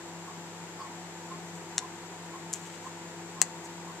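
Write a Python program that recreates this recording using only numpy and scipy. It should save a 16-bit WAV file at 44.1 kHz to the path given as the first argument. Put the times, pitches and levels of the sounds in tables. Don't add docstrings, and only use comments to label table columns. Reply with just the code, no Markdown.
import sys
import numpy as np
from scipy import signal
from scipy.fft import rfft, irfft
from scipy.io import wavfile

SR = 44100
rng = np.random.default_rng(int(sys.argv[2]) if len(sys.argv) > 2 else 0)


def store_wav(level_fs):
    pcm = np.round(np.clip(np.atleast_2d(level_fs), -1, 1) * 32767)
    wavfile.write(sys.argv[1], SR, pcm.T.astype(np.int16))


N = 176400
TIME = np.arange(N) / SR
FREQS = np.maximum(np.fft.rfftfreq(N, 1 / SR), 1)

# f/Hz, left density/dB, right density/dB
HISS_SPECTRUM = [(30, -92.5, -99), (70, -94.5, -99), (123, -89.5, -94), (162, -78, -81), (223, -84, -87),
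                 (388, -74.5, -74.5), (586, -83, -83.5), (690, -79, -77), (1050, -79.5, -80.5),
                 (1170, -83, -82), (1810, -81, -84.5), (2850, -86.5, -88.5), (5750, -90, -93),
                 (6980, -83, -89), (7620, -81, -94.5), (8440, -93, -101), (10300, -102, -103.5),
                 (14200, -105, -106), (14600, -135, -135)]
# f/Hz, correlation (-1 to 1)
HISS_LIKENESS = [(60, 0.58), (130, 0.92), (640, 0.96), (1410, 0.54), (3100, -0.2), (6820, -0.43),
                 (12000, 0.069)]
# f/Hz, level/dB, unsteady share (0 to 1), width/Hz, left-right/dB
HUM_TONES = [(99.9, -63.5, 0.11, 3, 4), (169.7, -50.5, 0.45, 7, 3.5), (200.8, -65.5, 0.6, 2.9, 0),
             (249, -65, 0.33, 8.2, 5), (337.5, -52.5, 0.32, 5.4, 3), (505, -61, 0.4, 3, 5),
             (744.5, -63, 0.83, 9.6, 2.5), (859, -60, 0.27, 12, 0), (901, -58.5, 0.77, 5.1, -0.5),
             (965, -59, 1, 9.3, -5.5)]
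# middle t/s, length/s, level/dB, f/Hz
TURNING_SQUEAKS = [(.298, 0.031, -47, 1100), (0.812, 0.027, -40, 1082), (0.856, 0.018, -47, 1090),
                   (1.320, 0.013, -39.5, 1037), (1.346, 0.027, -50, 1044), (1.843, 0.035, -42, 1019),
                   (2.356, 0.031, -45, 1070), (2.865, 0.022, -42, 1057), (3.387, 0.032, -45, 1058),
                   (3.90, 0.055, -50.5, 1082)]
# delay/s, left level/dB, right level/dB
NEAR_ECHOES = [(.0078, -11, -14), (.0092, -18, -20), (0.0133, -23, -19)]
# resonance f/Hz, width/Hz, boost/dB, level/dB, roll-off f/Hz
MIC_CAPSULES = [(7880, 1330, 9, -3, 19000), (6424, 1600, 5, -7, 10000)]
# middle t/s, length/s, level/dB, skin against shell/dB
RUB_STROKES = [(1.48, .035, -58, -15), (1.56, .018, -51.5, -18), (2.628, .004, -49, -12),
               (2.667, 0.021, -52, 0.5), (2.701, .004, -53, 7), (2.745, 0.029, -53.5, 2.5),
               (2.86, 0.06, -58, -6), (3.655, 0.023, -50.5, -18)]
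# start t/s, t60/s, level/dB, skin against shell/dB
SETTLING_SLIDES = [(2.53, .19, -42.5, -7), (2.54, 1.1, -54, -2)]
# f/Hz, level/dB, t60/s
SHELL_MODES = [(680, -24, 0.005), (970, -17.7, 0.0037), (2000, -15.3, .0026), (3050, -21, 0.0058),
               (4310, -14, 0.0048), (4770, -17, 0.0053), (5970, -8, 0.0027), (7190, -9.5, 0.0055),
               (7890, -14.5, 0.005), (9560, -6.5, 0.0013), (10670, -14, 0.0035), (11663, -17, 0.0013)]
# t/s, level/dB, low modes/dB, top modes/dB, pitch factor
SHELL_CONTACTS = [(1.77991, -5.5, 3, -2, 0.94), (1.78102, -0.5, 4.5, -9.6, 0.96),
                  (1.78157, -8.5, 1, -5.4, .987), (2.52970, -17.5, -2, 17, 1), (2.531, -18, -4, 5, 1.1),
                  (2.5334, -19.5, -4, 7, 1), (2.5367, -1.5, -18, -19, .97), (2.5374, -17, -5, -8, 1.02),
                  (3.416091, -4, 11, 5, 1.025), (3.416246, 4, 1.4, 0, 1.049),
                  (3.417271, -0.5, 4.9, -4, 1.064)]

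EARLY_DB, EARLY_T60_S, ROOM_DB, ROOM_T60_S, WALL_CUT_HZ = -12, 0.1, -14, 0.24, 3600
SQUEAK_ROOM_DB, SQUEAK_ROUGHNESS = -5, 0.4
RUB_GRAINS_PER_S, RUB_SPREAD_DB = 2500, 3
SHELL_RUB_HZ, SKIN_RUB_HZ = (5900, 8100), (2000, 3980)
GRIT_DB, GRIT_HZ = -8.5, (9000, 13500)
LOW_MODES_HZ, TOP_MODES_HZ, HAND_CUT_HZ = 5000, 9500, 400
CRUNCH_DB, CRUNCH_T60_S, CRUNCH_HZ = -25, 0.004, (1490, 13000)


def from_db(db):
    return 10 ** (np.asarray(db) / 20)


def rms_one(x):
    return x / np.sqrt(np.mean(x ** 2) + 1e-20)


def over_hz(rows):
    hz, *columns = np.transpose(rows)
    return np.array([np.interp(np.log(FREQS), np.log(np.sort(hz)), column) for column in columns])


def band(x, edges_hz):
    return rms_one(signal.sosfilt(signal.butter(2, edges_hz, "band", fs=SR, output="sos"), x + 1e-18))


def drift(rate_hz):
    return rms_one(irfft(rfft(rng.standard_normal(N)) / (1 + (FREQS / rate_hz) ** 2), N))


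def swell(middle, length):
    return np.exp(-2 * ((TIME - middle) / length) ** 2)


def fade(t, t60):
    return (t >= 0) * np.exp(-np.log(1000) * np.maximum(t, 0) / t60)


def hiss():
    alike = over_hz(HISS_LIKENESS)[0]
    mid, side = rfft(rng.standard_normal((2, N)))
    pair = np.sqrt(1 + alike) * mid + np.sqrt(1 - alike) * side * np.array([[1], [-1]])
    return irfft(pair * from_db(over_hz(HISS_SPECTRUM)), N) * np.sqrt(SR) / 2


def motor_hum():
    out = 0
    for hz, db, unsteady, width_hz, pan_db in HUM_TONES:
        phase = 2 * np.pi * (hz * TIME + rng.random())
        steady = np.sqrt(2 * (1 - unsteady ** 2)) * np.sin(phase)
        wavering = unsteady * (drift(width_hz) * np.sin(phase) + drift(width_hz) * np.cos(phase))
        out = out + from_db([[db + pan_db / 2], [db - pan_db / 2]]) * (steady + wavering)
    return out


def squeak(middle, length, db, hz, glide_hz_per_s=300, wobble_hz=38, wobbles_per_s=160):
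    pitch = hz + glide_hz_per_s * (TIME - middle) + wobble_hz * drift(wobbles_per_s)
    tone = np.sin(2 * np.pi * np.cumsum(pitch) / SR)
    roughness = 1 + SQUEAK_ROUGHNESS * drift(rate_hz=140)
    return from_db(db) * swell(middle, length) * rms_one(roughness * tone)


def far_squeaks():
    direct = sum(squeak(*row) for row in TURNING_SQUEAKS)
    direct += squeak(middle=0.814, length=0.026, db=-56.5, hz=4750,
                     glide_hz_per_s=-9000, wobble_hz=260, wobbles_per_s=700)
    return direct + from_db(SQUEAK_ROOM_DB) * diffuse(direct, ROOM_T60_S)


def diffuse(x, t60, build_s=0.0043):
    t = TIME[:SR // 2]
    tail = rng.standard_normal((2, len(t))) * fade(t, t60) * (1 - np.exp(-t / build_s))
    tail /= np.sqrt(np.sum(tail ** 2) / 2)
    return signal.fftconvolve(x[None], tail, axes=1)[:, :N]


def small_room(x):
    echoes = sum(from_db([[left_db], [right_db]]) * np.interp(TIME - delay, TIME, x)
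                 for delay, left_db, right_db in NEAR_ECHOES)
    dull = signal.sosfilt(signal.butter(1, WALL_CUT_HZ, fs=SR, output="sos"), x)
    early = from_db(EARLY_DB) * diffuse(dull, EARLY_T60_S)
    tail = from_db(ROOM_DB) * diffuse(dull, ROOM_T60_S)
    return x + echoes + early + tail


def microphone(pair):
    out = []
    for x, (hz, width_hz, boost_db, db, top_hz) in zip(pair, MIC_CAPSULES):
        resonance = signal.lfilter(*signal.iirpeak(hz, hz / width_hz, fs=SR), x)
        boosted = x + (from_db(boost_db) - 1) * resonance
        roll_off = signal.butter(2, top_hz, fs=SR, output="sos")
        out.append(from_db(db) * signal.sosfiltfilt(roll_off, boosted))
    return np.array(out)


def shell_rubs():
    touches = (rng.random(N) < RUB_GRAINS_PER_S / SR) * rng.choice([-1, 1], N)
    grains = touches * from_db(RUB_SPREAD_DB * np.minimum(rng.exponential(1, N), 4))
    shell = band(grains, SHELL_RUB_HZ) + from_db(GRIT_DB) * band(grains, GRIT_HZ)
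    skin = band(grains, SKIN_RUB_HZ)
    strokes = [(swell(middle, length), db, skin_db) for middle, length, db, skin_db in RUB_STROKES]
    strokes += [(fade(TIME - start, t60), db, skin_db) for start, t60, db, skin_db in SETTLING_SLIDES]
    return sum(from_db(db) * shape * (shell + from_db(skin_db) * skin) for shape, db, skin_db in strokes)


def egg_ring(t, low_db, top_db, pitch):
    out = 0
    for k, (hz, db, t60) in enumerate(SHELL_MODES):
        colour_db = low_db / (1 + (hz / LOW_MODES_HZ) ** 8) + top_db / (1 + (TOP_MODES_HZ / hz) ** 8)
        mode = fade(t, t60) * np.sin(2 * np.pi * hz * pitch * t)
        out = out + (-1) ** k * from_db(db + colour_db) * mode
    return signal.sosfilt(signal.butter(2, HAND_CUT_HZ, "high", fs=SR, output="sos"), out)


def egg_knocks():
    out = np.zeros(N)
    grit = band(rng.standard_normal(N), CRUNCH_HZ)
    for start, db, low_db, top_db, pitch in SHELL_CONTACTS:
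        span = slice(int(start * SR), int(start * SR) + SR // 30)
        t = TIME[span] - start
        crunch = from_db(CRUNCH_DB + top_db / 2) * fade(t, CRUNCH_T60_S) * grit[span]
        out[span] += from_db(db) * (egg_ring(t, low_db, top_db, pitch) + crunch)
    return out


def scene():
    squeaks = far_squeaks()
    eggs = microphone(small_room(egg_knocks() + shell_rubs()))
    return eggs + squeaks + motor_hum() + hiss()


def record(dry, full_scale=1.05, cutoff_hz=15700):
    clipped = np.clip(dry, -full_scale, full_scale)
    return signal.sosfilt(signal.butter(20, cutoff_hz, fs=SR, output="sos"), clipped)


dry = scene()
out = record(dry)
store_wav(out)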